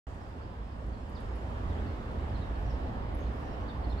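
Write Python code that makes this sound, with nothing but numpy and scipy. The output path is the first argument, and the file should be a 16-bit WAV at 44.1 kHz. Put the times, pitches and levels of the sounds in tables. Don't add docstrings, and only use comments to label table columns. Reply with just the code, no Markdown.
import sys
import numpy as np
from scipy import signal
from scipy.fft import rfft, irfft
from scipy.io import wavfile
from scipy.ndimage import uniform_filter1d

SR = 44100
rng = np.random.default_rng(int(sys.argv[2]) if len(sys.argv) > 2 else 0)


def file_out(sig):
    cols = np.atleast_2d(sig).T
    lim = np.clip(cols, -1, 1)
    pcm = np.round(lim * 32767).astype(np.int16)
    wavfile.write(sys.argv[1], SR, pcm)


N = 176400
TIME = np.arange(N) / SR


def amp(db):
    return 10 ** (np.asarray(db) / 20)


def unit(x):
    return x / np.sqrt(np.mean(abs(x) ** 2) + 1e-30)


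def at_hz(points, hz):
    f, value = np.transpose(points)
    return np.interp(np.log(hz + 1), np.log(f + 1), value)


def fader(points):
    return amp(np.interp(TIME, *np.transpose(points)))


def pan(db):
    return unit(amp(np.array([[db / 2], [-db / 2]])))


def add(mix, start_s, sound):
    part = mix[:, max(round(start_s * SR), 0):][:, :sound.shape[-1]]
    part += sound[..., :part.shape[1]]


def band(x, hz, width_hz):
    f = np.fft.rfftfreq(len(x), 1 / SR)
    return irfft(rfft(x) * np.exp(-.5 * ((f - hz) / width_hz) ** 2), len(x))


def drift(rate_hz):
    return unit(band(rng.standard_normal(N), 0, rate_hz))


def tone(hz):
    return np.sin(2 * np.pi * np.cumsum(hz) / SR)


def bank_echo(dry, wet_db, t60_s=0.26, build_s=0.0064):
    t = np.arange(SR // 2) / SR
    tail = rng.standard_normal((2, len(t))) * 10 ** (-3 * t / t60_s)
    tail *= np.minimum(t / build_s, 1)
    tail /= np.linalg.norm(tail, axis=1, keepdims=True)
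    return dry + amp(wet_db) * signal.fftconvolve(dry, tail, axes=1)[:, :N]


# f/Hz, correlation
IN_PHASE = [(60, 0.72), (87, 1), (130, 0.86), (180, 0.91), (260, 0.95), (380, 0.52), (550, 0.48),
            (790, -0.085), (1140, -0.2), (1650, -0.4), (2380, -0.12), (3440, -0.11), (4970, 0.055),
            (7180, -0.052), (10400, -0.065), (15000, 0.02)]
# f/Hz, correlation
QUADRATURE = [(50, -0.25), (130, -0.26), (600, -0.11), (1050, 0.61), (1900, 0.036), (2700, -0.0011),
              (3600, -0.37), (6000, -0.12)]
# f/Hz, left minus right/dB
BED_BALANCE = [(60, -2.5), (99, 1), (160, -3.5), (270, -2), (450, -1.5), (740, -3), (1220, -4.5),
               (2010, -1), (3330, -2.5), (5500, 0), (9080, -1), (15000, -9.5)]


def noise_bed(spectrum, patchy_db, flutter_db):
    hz, frames = np.fft.rfftfreq(2048, 1 / SR), N // 512 + 5
    left_re, left_im, other_re, other_im, patches = rng.standard_normal((5, frames, len(hz)))
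    patches = uniform_filter1d(patches, size=9, axis=0)
    patches = unit(uniform_filter1d(patches, size=14, axis=1))
    likeness = at_hz(IN_PHASE, hz) - 1j * at_hz(QUADRATURE, hz)
    likeness /= np.maximum(abs(likeness) / .995, 1)
    left = left_re + 1j * left_im
    right = likeness * left + np.sqrt(1 - abs(likeness) ** 2) * (other_re + 1j * other_im)
    lean_db = at_hz(BED_BALANCE, hz) / 2
    colour = amp(at_hz(spectrum, hz) + patchy_db * patches)
    spectra = np.array([left * amp(lean_db), right * amp(-lean_db)]) * colour
    _, bed = signal.istft(spectra, nperseg=2048, noverlap=1536, time_axis=1, freq_axis=2)
    return unit(bed[:, :N]) * amp(flutter_db * drift(rate_hz=14))


# f/Hz, relative level/dB
HAZE_SPECTRUM = [(2500, -32), (3300, -5), (4200, -2), (5200, 4), (5700, -17), (7000, -31)]


def song_haze():
    return amp(-76) * noise_bed(HAZE_SPECTRUM, patchy_db=3.5, flutter_db=0.5)


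# f/Hz, relative level/dB
LEAF_SPECTRUM = [(3000, -44), (5500, 0), (7000, 0.5), (8700, -3), (10500, -15), (15000, -25)]
# t/s, level/dB
LEAF_FADER = [(0.1, -73.5), (0.5, -81.5), (1.0, -76), (1.25, -75), (1.8, -76), (2.2, -77), (2.7, -79),
              (3.05, -87), (3.4, -77), (3.8, -91)]


def leaves():
    return noise_bed(LEAF_SPECTRUM, patchy_db=1.5, flutter_db=.5) * fader(LEAF_FADER)


def whistle(length_s, first_hz, middle_hz, last_hz, waver=0.0318, rough=0.39):
    progress = np.linspace(0, 1, int(length_s * SR))
    knots = np.linspace(0, 1, 24)
    bend, flicker = (np.interp(progress, knots, row) for row in rng.standard_normal((2, 24)))
    glide = np.polyfit([0, .5, 1], [first_hz, middle_hz, last_hz], 2)
    hz = np.polyval(glide, progress) * (1 + waver * bend)
    envelope = np.interp(progress, [0, 0.31, 1], [0, 1, 0])
    return envelope * unit((1 + rough * flicker) * tone(hz))


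def far_flock(calls=36, low_hz=3220, high_hz=5440, fall=0.096):
    twitter = np.zeros((2, N))
    for slot, (when, pitch, loud) in enumerate(rng.random((calls, 3))):
        hz = low_hz + pitch * (high_hz - low_hz)
        note = whistle(.04, hz * (1 + fall), hz, hz * (1 - fall))
        add(twitter, (slot + when) / calls * N / SR, amp(-82.25 + 5 * loud) * note)
    return bank_echo(twitter, wet_db=2)


# t/s, level/dB, centre f/Hz, left minus right/dB
REED_TICKS = [(0.1456, -67, 8800, -1), (0.2894, -71, 9500, -7), (0.8659, -72, 10000, -8),
              (1.0969, -66, 10300, -16), (1.2047, -62, 9550, -16), (1.3558, -67, 10200, -18),
              (1.4994, -70, 9800, -10), (2.5244, -73, 10200, -5), (2.708, -71, 9000, -5),
              (3.3368, -73, 11800, -9), (3.3657, -74, 11000, -9)]
# t/s, length/s, level/dB
REED_RUSTLES = [(2.56, .09, -83), (3.155, 0.071, -78), (3.385, .04, -80)]


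def reeds(tick_peak_s=0.00085, grains_per_s=900):
    mix, t = np.zeros((2, N)), np.arange(1024) / SR
    snap_envelope = t / tick_peak_s * np.exp(1 - t / tick_peak_s)
    for start_s, db, hz, pan_db in REED_TICKS:
        snap = unit(band(rng.standard_normal(len(t)), hz, width_hz=1800))
        add(mix, start_s, pan(pan_db) * amp(db) * snap * snap_envelope)
    for start_s, length_s, db in REED_RUSTLES:
        samples = int(length_s * SR)
        grains = rng.standard_normal(SR) * (rng.random(SR) < grains_per_s / SR)
        rustle = unit(band(grains[:samples], hz=12200, width_hz=2400))
        add(mix, start_s, pan(-15) * amp(db) * np.sqrt(np.hanning(samples)) * rustle)
    return bank_echo(mix, wet_db=-3)


# t/s, length/s, first f/Hz, middle f/Hz, last f/Hz, level/dB
BIRD_CHIRPS = [(0.205, .05, 5700, 5200, 4200, -73), (0.408, .04, 4600, 4600, 4400, -72),
               (0.924, .04, 5500, 4100, 3400, -70), (1.145, .052, 5700, 3850, 3120, -58.5),
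               (1.698, 0.043, 4200, 3400, 3050, -64), (1.776, 0.036, 3500, 3380, 3080, -64),
               (1.858, 0.053, 4600, 4390, 4300, -67), (2.339, 0.052, 4400, 4000, 3200, -60),
               (2.37, .04, 5300, 4300, 3180, -69), (2.409, 0.042, 4200, 3770, 3260, -60),
               (2.547, 0.029, 4300, 4200, 4000, -69), (2.64, .065, 4300, 5750, 5730, -71),
               (2.695, 0.034, 5820, 5000, 3840, -63), (2.735, .03, 6000, 5230, 4300, -75),
               (3.184, .07, 5900, 6450, 6000, -72), (3.225, 0.022, 3400, 3350, 3200, -64),
               (3.255, .025, 3980, 4200, 4300, -65), (3.434, .07, 5700, 5520, 5300, -72),
               (3.508, 0.048, 5500, 5240, 4750, -69), (3.60, .05, 5700, 5950, 5600, -75),
               (3.676, 0.033, 4600, 4410, 4440, -62.5), (3.685, 0.039, 3900, 3630, 3670, -58),
               (3.835, .03, 4700, 4100, 3470, -64), (3.893, 0.0263, 4300, 4200, 4100, -58),
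               (3.917, 0.028, 3760, 3600, 3500, -58.5), (3.89, .06, 5200, 5370, 5500, -74),
               (3.971, 0.05, 4200, 4500, 4380, -58.5)]
# t/s, level/dB
BIRD_PIPS = [(1.357, -71), (2.114, -76), (2.58, -76), (3.146, -64), (3.893, -70)]


def birds(pip_s=0.015, pip_hz=11100):
    far, near = np.zeros((2, 2, N))
    for start_s, length_s, *glide_hz, db in BIRD_CHIRPS:
        add(far, start_s, pan(-9.5) * amp(db) * whistle(length_s, *glide_hz))
    for start_s, db in BIRD_PIPS:
        add(near, start_s, pan(-23) * amp(db) * whistle(pip_s, pip_hz, pip_hz, pip_hz, waver=.02))
    return bank_echo(far, wet_db=-1) + bank_echo(near, wet_db=-4)


# peak t/s, half-length/s, centre f/Hz, width/Hz, level/dB
MID_SWELLS = [(2.132, 0.035, 373, 130, -45), (2.87, .05, 398, 110, -49), (2.92, .1, 780, 60, -51)]


def mid_swells(spectrum):
    bed, mix = noise_bed(spectrum, patchy_db=2, flutter_db=.4), np.zeros((2, N))
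    for peak_s, half_s, hz, width_hz, db in MID_SWELLS:
        envelope = np.exp(-((TIME - peak_s) / half_s) ** 2)
        mix += amp(db) * envelope * unit(np.array([band(side, hz, width_hz) for side in bed]))
    return mix


# f/Hz, full width/Hz, relative level/dB
BOOM_RESONANCES = [(56.5, 23.4, -2.5), (77.2, 18.4, -7.5)]
# t/s, level/dB
BOOM_FADER = [(0.1, -42), (0.27, -49), (0.38, -40), (0.51, -51), (0.61, -38.5), (0.73, -46.5), (0.9, -42),
              (1.15, -42.5), (1.3, -36), (1.52, -40), (1.68, -34.5), (1.97, -37.5), (2.28, -34.5),
              (2.7, -35), (3.0, -38.5), (3.14, -31), (3.35, -37), (3.7, -40), (4, -33.5)]


def engines(drone_hz=58.36, surge_hz=79.5, surge_at_s=1.806, surge_half_s=0.13):
    boom = sum(amp(db) * unit(band(rng.standard_normal(N), hz, full_width / 2))
               for hz, full_width, db in BOOM_RESONANCES)
    waver_hz = 1.516 * drift(rate_hz=2.65)
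    drone = amp(-5.5) * unit(tone(drone_hz + waver_hz))
    surge_envelope = np.exp(-((TIME - surge_at_s) / surge_half_s) ** 2)
    surge = amp(-34.5) * unit(tone(surge_hz + waver_hz)) * surge_envelope
    return pan(-2.5) * ((boom + drone) * fader(BOOM_FADER) + surge)


# f/Hz, relative level/dB
ROAR_SPECTRUM = [(12, -31), (21, -1), (29, -2), (45, -2.5), (100, 6), (140, -5.5), (190, -3), (232, -1.5),
                 (310, -6.5), (480, -9), (760, -9.5), (1100, -13.5), (1400, -18.5), (1750, -19),
                 (2350, -28), (3000, -28.5), (4000, -35), (5200, -41), (5900, -46), (8500, -50.5),
                 (10200, -55), (11300, -55.5), (12000, -57.5), (15500, -58)]
# t/s, gain/dB
RECORDER_GAIN = [(0.1, -5), (0.7, -5.5), (1.05, -5), (1.25, -2.5), (1.55, -0.5), (1.8, 1.1), (2.0, -0.5),
                 (2.15, -0.3), (2.5, -0.1), (2.92, 0.44), (3.05, -0.85), (3.4, -0.24), (4, -0.04)]


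def traffic():
    tyres = amp(-38) * noise_bed(ROAR_SPECTRUM, patchy_db=1.06, flutter_db=0.02)
    return tyres * fader(RECORDER_GAIN) + engines() + mid_swells(ROAR_SPECTRUM)


def scene():
    return song_haze() + traffic() + leaves() + birds() + far_flock() + reeds()


def record(dry, start_s=.068, fade_in_s=.0004, cutoff_hz=15750):
    opened = dry * np.clip((TIME - start_s) / fade_in_s, 0, 1)
    low_pass = signal.firwin(511, cutoff_hz, window=("kaiser", 9), fs=SR)
    return signal.oaconvolve(opened, low_pass[None], "same")


dry = scene()
out = record(dry)
file_out(out)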